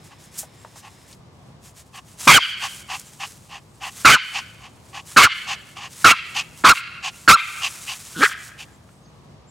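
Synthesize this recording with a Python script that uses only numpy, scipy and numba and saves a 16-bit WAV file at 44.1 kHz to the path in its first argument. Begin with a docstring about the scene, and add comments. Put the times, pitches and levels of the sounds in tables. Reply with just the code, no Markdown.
"""A small terrier barks seven times, shrill and raspy, on a dry lawn close by, and pants in between.
Each bark is a gliding tone that breaks into chaos and overloads the input; fences and walls throw it back.
A thin whine leads into the last bark, and low grunts and breath thuds go with the barks.
Dry grass rustles as shaped noise, a small bird whistles faintly in gliding tones,
the neighbourhood rumbles far off as coloured noise, and a lens motor whirrs faintly at first."""
import sys
import numpy as np
from scipy import signal
from scipy.fft import rfft, irfft
from scipy.io import wavfile
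from scipy.ndimage import map_coordinates
from numba import njit

SR = 44100
rng = np.random.default_rng(int(sys.argv[2]) if len(sys.argv) > 2 else 0)


def transcribe(signal):
    """Save signal, clipped to [-1, 1], as a 16-bit WAV file at the path in sys.argv[1]."""
    frames = np.atleast_2d(signal).T
    limited = np.clip(frames, -1, 1)
    pcm = np.round(limited * 32767).astype(np.int16)
    wavfile.write(sys.argv[1], SR, pcm)


N = 418950  # samples
TIME = np.arange(N) / SR  # s


def undb(db):
    """Logarithmic level: decibels become an amplitude gain."""
    return 10 ** (np.asarray(db) / 20)


def unit(x):
    """Normalisation: scale to rms 1."""
    return x / np.sqrt(np.mean(x ** 2) + 1e-18)


def add(track, s, x):
    """Superposition: mix x into the track from s seconds on."""
    i = max(int(s * SR), 0)
    track[i:i + len(x)] += x[:max(N - i, 0)]


def colour(x, points):
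    """Linear filtering: weight the spectrum by (Hz, dB) points, joined on a logarithmic frequency axis."""
    hz, db = np.transpose(points)
    f = np.fft.rfftfreq(x.shape[-1], 1 / SR)
    gain = undb(np.interp(np.log(f + 1), np.log(hz), db))
    return irfft(rfft(x) * gain, x.shape[-1])


def air(size, modes):
    """Turbulence exciting resonances: noise through steep (Hz, width Hz, dB) peaks, rms 1."""
    f = np.fft.rfftfreq(size, 1 / SR) + 1
    gain = sum(undb(db) / (1 + ((f * f - hz * hz) / (f * width)) ** 2) for hz, width, db in modes)
    return unit(irfft(rfft(rng.standard_normal(size)) * gain, size))


def walk(size, rate_hz):
    """Slow random modulation: a smooth curve through random knots of spread 1."""
    knots = rng.standard_normal(int(size * rate_hz / SR) + 4)
    return map_coordinates(knots, [np.arange(size) * rate_hz / SR], order=2, mode="nearest")


def swell(size, edge):
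    """Amplitude envelope: a flat top whose round edges take up the given share."""
    return signal.windows.tukey(size, min(edge, 1))


def glides(rows, overtone_db, waver):
    """Frequency modulation: short gliding tones whose overtones change by a fixed step in level."""
    out = np.zeros(N)
    for s, length, first_hz, last_hz, db in rows:
        size = int(length * SR)
        hz = np.geomspace(first_hz, last_hz, size) * (1 + waver * walk(size, 85))
        phase = 2 * np.pi * np.cumsum(hz) / SR
        audible = [k for k in range(4) if (k + 1) * last_hz < SR / 2]
        tone = sum(undb(overtone_db * k) * np.sin((k + 1) * phase) for k in audible)
        add(out, s, undb(db) * unit(tone) * swell(size, .8))
    return out


# Spectrum of the distant rumble. Each row: frequency in Hz, relative spectral level in dB.
TOWN_SPECTRUM = [(15, -46), (25, -30), (53, -5), (137, -1.5), (325, -15.5), (353, -11.5), (382, -15.5),
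                 (793, -18), (1130, -19.5), (1440, -28), (1990, -30.5), (6010, -38.5), (8080, -45),
                 (8770, -46), (15900, -64)]
# Stereo width of the rumble. Each row: frequency in Hz, side level minus middle level in dB.
TOWN_SIDE = [(40, -11), (110, -12.5), (200, -11), (400, -6), (1300, -2.5), (4400, 2), (8000, -7.5)]


def town():
    """Incoherent sources add to noise: far traffic and light wind, gently swelling, wide and a little left."""
    mid = unit(colour(rng.standard_normal(N), TOWN_SPECTRUM))
    side = colour(unit(colour(rng.standard_normal(N), TOWN_SPECTRUM)), TOWN_SIDE)
    left_db = 0.46
    stereo = np.array([undb(left_db) * mid + side, undb(-left_db) * mid - side])
    level_db = -49.5 + 1.0 * walk(N, 2.7) + 0.46 * walk(N, 11)
    return stereo * undb(level_db)


# Whirr of the lens motor. Each row: resonance in Hz, width in Hz, relative level in dB.
LENS_MODES = [(1880, 1300, 9.5), (3670, 900, 4.5), (5230, 360, 8), (7400, 380, -6), (9100, 640, -13)]


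def lens(stop_s, db):
    """Resonant radiation: the motor's whirr is noise through resonances; it runs at first, then stops."""
    running = np.clip((stop_s - TIME) / 0.014, 0, 1)
    return undb(db) * air(N, LENS_MODES) * running


# The bird's thin whistles. Each row: start in seconds, length in seconds, first pitch in Hz,
# last pitch in Hz, level in dB.
BIRD_WHISTLES = [(.55, 0.11, 7150, 7700, -64), (3.05, 0.057, 7100, 7400, -55), (3.34, .09, 7270, 7400, -69),
                 (3.68, 0.11, 8260, 8160, -71), (8.72, 0.052, 7360, 7470, -64),
                 (8.84, 0.23, 8200, 8200, -72), (9.0, 0.13, 6520, 6400, -68.5),
                 (9.045, 0.027, 5400, 4150, -63), (9.46, 0.088, 7120, 7940, -59)]


def bird():
    """A nearly sinusoidal source: gliding whistles with very weak overtones."""
    return glides(BIRD_WHISTLES, overtone_db=-34, waver=.01)


# Echoes off fences and walls. 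Each row: delay in seconds, level in dB before the yard's colouring.
WALL_ECHOES = [(0.0609, -29), (0.0815, -26.5), (0.0853, -33), (.1145, -36.5), (.180, -38)]
# Spectrum of what the yard sends back. Each row: frequency in Hz, gain in dB.
YARD_SPECTRUM = [(300, -22.5), (800, -14.5), (1300, -10.5), (1800, -3.5), (2400, -2), (3200, 0.5),
                 (3900, -2.5), (4800, -2.5), (5800, -5), (12000, -23.5)]


def yard(voice):
    """Reflection and scattering: a few distinct echoes and a long tail from trees and houses, unlike at each ear."""
    t = TIME[:SR * 3 // 2]
    decay_s = 0.99  # time to fall by 60 dB
    scatter = rng.standard_normal((2, len(t))) * undb(5 * walk(len(t), 900) - 60 * t / decay_s)
    scatter *= np.clip((t - .045) / 0.013, 0, 1)
    # row 0 is the middle, row 1 the side
    response = undb(-28.0) * scatter / np.sqrt(np.sum(scatter ** 2) / 2)
    response[1] *= undb(-7.5)
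    for delay, db in WALL_ECHOES:
        response[0, int(delay * SR)] += undb(db)
    returned = signal.fftconvolve(voice[None], response, axes=1)[:, :N]
    mid, side = colour(returned, YARD_SPECTRUM)
    return np.array([mid + side, mid - side])


# Spectrum of brushing dry blades. Each row: frequency in Hz, relative spectral level in dB.
GRASS_SPECTRUM = [(400, -22), (1000, -6.5), (2500, -6), (4500, -6.5), (7500, -3), (10000, -6),
                  (13000, -12.5), (16000, -16.5)]
# Faint stir of the grass between swishes. Each row: time in seconds, level in dB.
GRASS_STIR = [(0, -62), (.6, -61.5), (.85, -58.5), (1.12, -55.5), (1.2, -73), (1.5, -69), (1.7, -65.5),
              (3.2, -51), (3.75, -62), (4.55, -56.5), (4.85, -60.5), (6.5, -53.5), (6.95, -61.5),
              (8.5, -57), (8.8, -64.5), (9.5, -77)]
# Swishes as the dog shifts about. Each row: middle in seconds, length in seconds, peak level in dB.
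GRASS_SWISHES = [(.06, 0.085, -51), (.24, 0.16, -51.5), (.39, 0.18, -43), (.785, 0.076, -49),
                 (1.665, 0.14, -49.5), (1.79, 0.12, -46.5), (1.97, 0.094, -47), (2.11, 0.21, -53),
                 (2.245, 0.17, -33), (2.45, 0.24, -40), (2.67, 0.23, -39), (2.78, 0.14, -41.5),
                 (2.96, 0.21, -41.5), (3.27, 0.27, -44.5), (3.86, 0.13, -44), (4.0, 0.29, -40.5),
                 (4.32, 0.32, -46), (4.97, 0.13, -55.5), (5.115, 0.17, -41.5), (5.396, 0.22, -45.5),
                 (5.5, 0.17, -51), (6.04, 0.4, -40), (6.35, 0.32, -48.5), (6.6, 0.16, -48),
                 (6.755, 0.14, -33), (7.06, 0.048, -52), (7.2, 0.28, -47), (7.615, 1, -39.5),
                 (7.9, 0.34, -40.5), (8.1, 0.74, -42.5), (8.254, 0.2, -30), (8.437, 0.2, -44.5),
                 (8.61, 0.13, -52)]
# Footfalls, swishes and snapping stalks. Each row: start in seconds, level in dB, centre in Hz,
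# rise in seconds, decay constant in seconds.
FOOTFALLS = [(0.367, -26.5, 8500, 0.024, 0.018), (0.43, -39, 700, .002, 0.011),
             (0.647, -37.5, 886, 0.0013, 0.011), (0.756, -42, 880, 0.0018, 0.013),
             (.756, -51, 5950, .003, 0.059), (1.123, -44.5, 4500, 0.0059, 0.0092),
             (2.996, -30, 8100, 0.0011, 0.003), (8.89, -46, 994, 0.00096, 0.003)]


def grass():
    """Frictional noise: dry blades brush and crackle over a faint stir; a foot lands or a stalk snaps."""
    power = undb(np.interp(TIME, *np.transpose(GRASS_STIR)) + 2 * walk(N, 12)) ** 2
    for s, length, db in GRASS_SWISHES:
        swish = undb(db) * swell(int(length * SR), 0.92)
        add(power, s - length / 2, swish ** 2)
    crackle_db = 2 * walk(N, 900) + 1.4 * walk(N, 56)
    blades = rng.standard_normal(N) * undb(crackle_db)
    out = unit(colour(blades, GRASS_SPECTRUM)) * np.sqrt(power)
    t = TIME[:SR // 5]
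    for s, db, hz, rise, decay in FOOTFALLS:
        envelope = np.minimum(t / rise, 1) ** 2 * np.exp(-np.maximum(t - rise, 0) / decay)
        add(out, s, undb(db) * air(len(t), [(hz, 0.95 * hz, 0)]) * envelope)
    return out


# The dog's pants. Each row: middle in seconds, length in seconds, level in dB,
# gain in dB of the resonances above 2000 Hz.
PANT_PUFFS = [(0.124, 0.052, -46.5, -9), (0.861, 0.088, -42.5, -6), (1.968, 0.091, -39.5, -2.5),
              (2.645, 0.095, -26.5, 0), (2.929, 0.11, -28.5, -3), (3.23, 0.087, -30, -2),
              (3.545, 0.13, -38, -2.5), (3.855, 0.12, -30.5, -4.5), (4.371, 0.094, -26, 1),
              (4.647, 0.11, -44, -3), (4.971, 0.1, -33.5, -2.5), (5.51, 0.11, -26.5, 1),
              (5.781, 0.062, -36, -1.5), (5.841, 0.11, -35, -1.5), (6.384, .10, -24, 5),
              (7.066, 0.097, -26.5, 5), (7.650, 0.097, -24, 8), (7.909, .11, -29.5, 7.5),
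              (8.614, 0.085, -37.5, 10)]
# Resonances of the panting throat. Each row: frequency in Hz, width in Hz, relative level in dB.
THROAT_MODES = [(797, 120, 1), (1098, 170, 1), (1797, 420, -9), (2752, 810, 0), (4630, 900, -16),
                (6340, 2500, -17.5)]


def panting():
    """Turbulent flow: puffs of air over the tongue, each with its own brightness; saliva makes them flutter."""
    out = np.zeros(N)
    for s, length, db, treble_db in PANT_PUFFS:
        size = int(length * SR)
        modes = [(hz, width, mode_db + treble_db * (hz > 2000)) for hz, width, mode_db in THROAT_MODES]
        flutter_db = 1.5 * walk(size, 180)
        add(out, s - length / 2, undb(db + flutter_db) * air(size, modes) * swell(size, 0.79))
    return out


# Breath from a bark that strikes the microphone. Each row: start in seconds, length in seconds, level in dB.
BREATH_BLASTS = [(2.274, 0.11, -11), (4.055, 0.11, -16.5), (5.165, 0.12, -36), (6.043, 0.11, -32.5),
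                 (6.693, .04, -21), (7.285, 0.029, -23.5)]


def blasts():
    """Uncorrelated pressure turbulence: each puff buffets the two ports with its own low noise."""
    out = np.zeros((2, N))
    for s, length, db in BREATH_BLASTS:
        size = int(length * SR)
        for port in out:
            add(port, s, undb(db) * air(size, [(128, 100, 0)]) * swell(size, 0.38))
    return out


# Low grunts that start the barks. Each row: start in seconds, length in seconds, first pitch in Hz,
# last pitch in Hz, level in dB.
BARK_GRUNTS = [(2.268, 0.017, 223.5, 356, -14.5), (4.046, 0.013, 219, 363, -15),
               (5.162, 0.018, 246, 398, -15.5), (6.041, 0.023, 271, 418, -14),
               (6.639, 0.013, 234, 400, -16.5), (7.276, 0.017, 252, 400, -14),
               (8.197, 0.036, 200, 371.5, -15.5), (8.226, 0.0224, 390, 392, -10.5)]


def grunts():
    """A harmonic source: short low tones that rise in pitch, with falling overtones."""
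    return glides(BARK_GRUNTS, overtone_db=-8.0, waver=.09)


# Resonances of the half-closed throat. Each row: frequency in Hz, width in Hz, relative level in dB.
GROWL_THROAT = [(278.6, 160, 1.5), (1440, 200, -4), (3300, 760, 0)]


def growl(s, length, first_hz, last_hz, db):
    """Impulse excitation: slow slaps of the vocal folds, speeding up, ring the throat just before a bark."""
    size = int(length * SR)
    hz = np.geomspace(first_hz, last_hz, size) * np.exp(0.2 * walk(size, 150))
    cycle = np.floor(np.cumsum(hz) / SR)
    slaps = np.diff(cycle, prepend=-1) * np.geomspace(.4, 1, size)
    t = TIME[:SR // 50]
    ring = np.zeros(len(t))
    for mode_hz, width, mode_db in GROWL_THROAT:
        ring += undb(mode_db) * np.sin(2 * np.pi * mode_hz * t) * np.exp(-np.pi * width * t)
    out = np.zeros(N)
    add(out, s, undb(db) * unit(np.convolve(slaps, ring)))
    return out


# Upper resonances of the open mouth. 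Each row: frequency in Hz, width in Hz, relative level in dB.
MOUTH_MODES = [(2233, 480, 1.5), (3205, 600, -8), (4400, 780, -16), (7040, 5000, -23)]
# The small mouth radiates little below its first resonance. Each row: frequency in Hz, gain in dB.
MOUTH_RADIATION = [(500, -8), (850, -4.5), (1150, 0), (1700, 0), (2350, 0), (3200, -1), (4200, -0.5)]
# What all barks share: the pitch dips as the jaw drops, then crests and falls away as it closes.
DIP_S, CLEARING_S, RELEASE_S = .047, .008, 0.018
FALL_CURVE = 2.8  # the higher, the longer the pitch hangs at its crest
ONSET_DB, FADE_DB, CUTOFF_DB = -20.5, -4.5, -25  # level at the start, before the release and at the end
EFFORT_WAVER_DB, ROUGH_WAVER = 2.5, .14  # random spread of the level, and of the roughness as a share
# Roughness as a share of the bark's own: the rasp steadies, then is wildest just before it clears.
STEADY_AT_S, STEADY_SHARE, WILDEST_SHARE = .023, .66, 1.2
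CLOSING_ROUGH = 0.93  # share of the ring's roughness left at the end
JAW_OPENING_DB, JAW_CLOSING_DB = -14, -14.5  # brightness lost at the start and at the end
PITCH_FLUTTER, PITCH_JITTER = .04, .055  # slower and faster relative wobble of the pitch at full roughness


def bark(length, attack, rasp_db, ring_db, open_hz, dip_hz, crest_hz, close_hz, crest, clears, rasp, ring, open_db):
    """Nonlinear vocal-fold vibration: chaos clears into a shrill tone, and the open jaw frees upper resonances."""
    size = int(length * SR)
    t = TIME[:size]
    falling = np.clip((t - crest) / max(length - crest, .005), 0, 1) ** FALL_CURVE
    hz = np.interp(t, [0, min(DIP_S, crest), crest], [open_hz, dip_hz, crest_hz])
    hz = hz + (close_hz - crest_hz) * falling

    # 0 while rasping, 1 once ringing
    cleared = np.clip((t - clears) / CLEARING_S + .5, 0, 1)
    db = rasp_db + (ring_db - rasp_db) * cleared + EFFORT_WAVER_DB * walk(size, 90)
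    envelope_s = np.sort([0, attack, crest, length - RELEASE_S, length])
    db = db + np.interp(t, envelope_s, [ONSET_DB, 0, 0, FADE_DB, CUTOFF_DB])

    rasping = rasp * np.interp(t, [0, STEADY_AT_S, clears - CLEARING_S], [1, STEADY_SHARE, WILDEST_SHARE])
    ringing = ring * np.interp(t, [clears, length], [1, CLOSING_ROUGH])
    rough = rasping + (ringing - rasping) * cleared
    rough = np.clip(rough * (1 + ROUGH_WAVER * walk(size, 100)), 0, 1)

    # the jaw is widest as the rasp clears
    closing = np.clip((t - clears) / max(length - RELEASE_S - clears, .005), 0, 1) ** 2
    opening = np.clip(1 - t / clears, 0, 1)
    jaw = undb(open_db + JAW_OPENING_DB * opening + JAW_CLOSING_DB * closing)

    wobble = PITCH_JITTER * walk(size, 500) + PITCH_FLUTTER * walk(size, 170)
    phase = 2 * np.pi * np.cumsum(hz * (1 + rough * wobble)) / SR
    clean = 1 - rough ** 2
    # chaotic cycles spread the fundamental into a band
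    chaos = walk(size, 660) * np.sin(phase) + walk(size, 660) * np.cos(phase)
    low = clean * np.sqrt(2) * np.sin(phase) + np.sqrt(1 - clean ** 2) * chaos
    # on the way to chaos every second cycle differs, which adds a line at one and a half times the pitch
    half_line = rough * undb(-4.0) * np.sin(3 * phase / 2)
    harmonics = np.sin(2 * phase) + undb(-11) * np.sin(3 * phase) + undb(-34.5) * np.sin(4 * phase)
    overtones = unit(harmonics + half_line)
    # the overtones break up sooner than the fundamental
    tonal = clean ** (5 / 4)
    high = tonal * overtones + np.sqrt(1 - tonal ** 2) * air(size, MOUTH_MODES)
    # loose throat tissue chops the rough stretches into a rattle
    rattle_hz = 220 * (1 + .35 * walk(size, 200))
    rattle_db = 4 * rough * np.sin(2 * np.pi * np.cumsum(rattle_hz) / SR)
    radiated = colour(low + jaw * high, MOUTH_RADIATION) / np.sqrt(1 + jaw ** 2)
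    return undb(db + rattle_db) * radiated * swell(size, 0.022)


def two_ports(x):
    """Near-field pickup: a close sound reaches both microphones alike, but for a weak bounce off the ground."""
    late = np.interp(TIME - .0031, TIME, x)
    bounce = colour(late, [(300, -20), (1500, -26.5), (8000, -24.5)])
    return np.array([x + bounce, x - bounce])


# The barks, and the thin whine that leads into the last. Each row: start in seconds, length in seconds,
# attack in seconds, level of the rasp in dB, level of the ring in dB, opening pitch in Hz, dip in Hz,
# crest in Hz, closing pitch in Hz, time of the crest in seconds, time the rasp clears in seconds,
# basic roughness of the rasp and of the ring (1 is full chaos), brightness of the open jaw in dB.
BARK_SHAPES = [ (2.273, 0.12, .005, 6.5, 13, 1241, 1075, 1610, 897, .066, 0.069, 0.75, 0.37, 8),
               (4.047, 0.13, 0.009, 4.5, 3, 1390, 1151, 1536, 1057, .083, .079, 0.69, 0.5, 4),
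               (5.162, 0.12, 0.012, 5.5, 4, 1480, 1129, 1484, 1080, 0.075, 0.083, 0.7, 0.52, 2.5),
               (6.043, 0.1, 0.0031, 3.5, 4.5, 1430, 1236, 1376, 1100, 0.08, .068, .65, 0.51, 3.5),
               (6.638, 0.1, 0.018, 1.5, 10.5, 1312, 1231, 1370, 1030, 0.067, 0.0524, 0.87, 0.42, -1),
               (7.277, 0.091, .014, 9.5, 12, 1481, 1184, 1374, 1000, .065, 0.041, 0.67, 0.17, -2),
               (8.146, 0.11, 0.0036, -29.5, -29, 1490, 1430, 1447, 1440, 0.05, .060, 0.3, 0.47, -16.5),
               (8.207, 0.075, 0.022, 1, -1.5, 1557, 1621, 1555, 1400, 0.0441, 0.046, 1.2, 0.8, -4.5), ]
# The dog backs away near the end. Each row: time in seconds, gain of the direct voice in dB.
RETREAT_GAIN = [(7.6, -0.5), (8.1, -7.5)]


def scene():
    """Direct and reflected sound: the dog stands close; the yard answers just as loudly when it steps back."""
    voice = grunts() + growl(8.164, length=0.047, first_hz=137, last_hz=190.9, db=-21)
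    for s, *shape in BARK_SHAPES:
        add(voice, s, bark(*shape))
    direct = voice * undb(np.interp(TIME, *np.transpose(RETREAT_GAIN)))
    dog = two_ports(direct + panting() + grass()) + blasts() + yard(voice)
    return dog + town() + bird() + lens(stop_s=1.15, db=-59.5)


@njit
def follow(x, attack, release):
    """Envelope detection: a one-pole smoother with separate rise and fall speeds."""
    out, e = np.empty(len(x)), 0.
    for i in range(len(x)):
        e += (x[i] - e) * (attack if x[i] > e else release)
        out[i] = e
    return out


def ride(x, threshold_db, slope, attack_s, release_s, lag_s):
    """Dynamic compression: turn both channels down by slope dB for each dB over the threshold, after a lag."""
    level = follow(np.abs(x).mean(axis=0), 1 / (attack_s * SR), 1 / (release_s * SR))
    gain = np.maximum(level / undb(threshold_db), 1) ** -slope
    return x * np.interp(TIME - lag_s, TIME, gain)


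def record(dry):
    """Saturation: the input ducks yet overloads, unlike in each channel; a late second gain stage follows."""
    ceiling = np.array([[.60], [.71]])
    bias = np.array([[.11], [.07]])  # lopsided clipping turns the rasp into a low thud
    x = ride(dry, threshold_db=-20.0, slope=0.13, attack_s=0.014, release_s=0.054, lag_s=.002)
    x = x / ceiling + bias
    knee = 3.2  # the higher, the harder the clipping
    x = ceiling * (x / (1 + np.abs(x) ** knee) ** (1 / knee) - bias)
    x = signal.sosfilt(signal.butter(2, 60, "high", fs=SR, output="sos"), x)
    # a broad treble lift makes each flat top overshoot
    treble = signal.sosfilt(signal.butter(1, [4500, 10000], "band", fs=SR, output="sos"), x)
    x = x + 0.29 * treble
    x = ride(x, threshold_db=-11.5, slope=0.46, attack_s=0.014, release_s=0.25, lag_s=0.015)
    top_hz = 15900
    return signal.sosfilt(signal.ellip(10, .2, 70, top_hz, fs=SR, output="sos"), x)


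dry = scene()
out = record(dry)
transcribe(out)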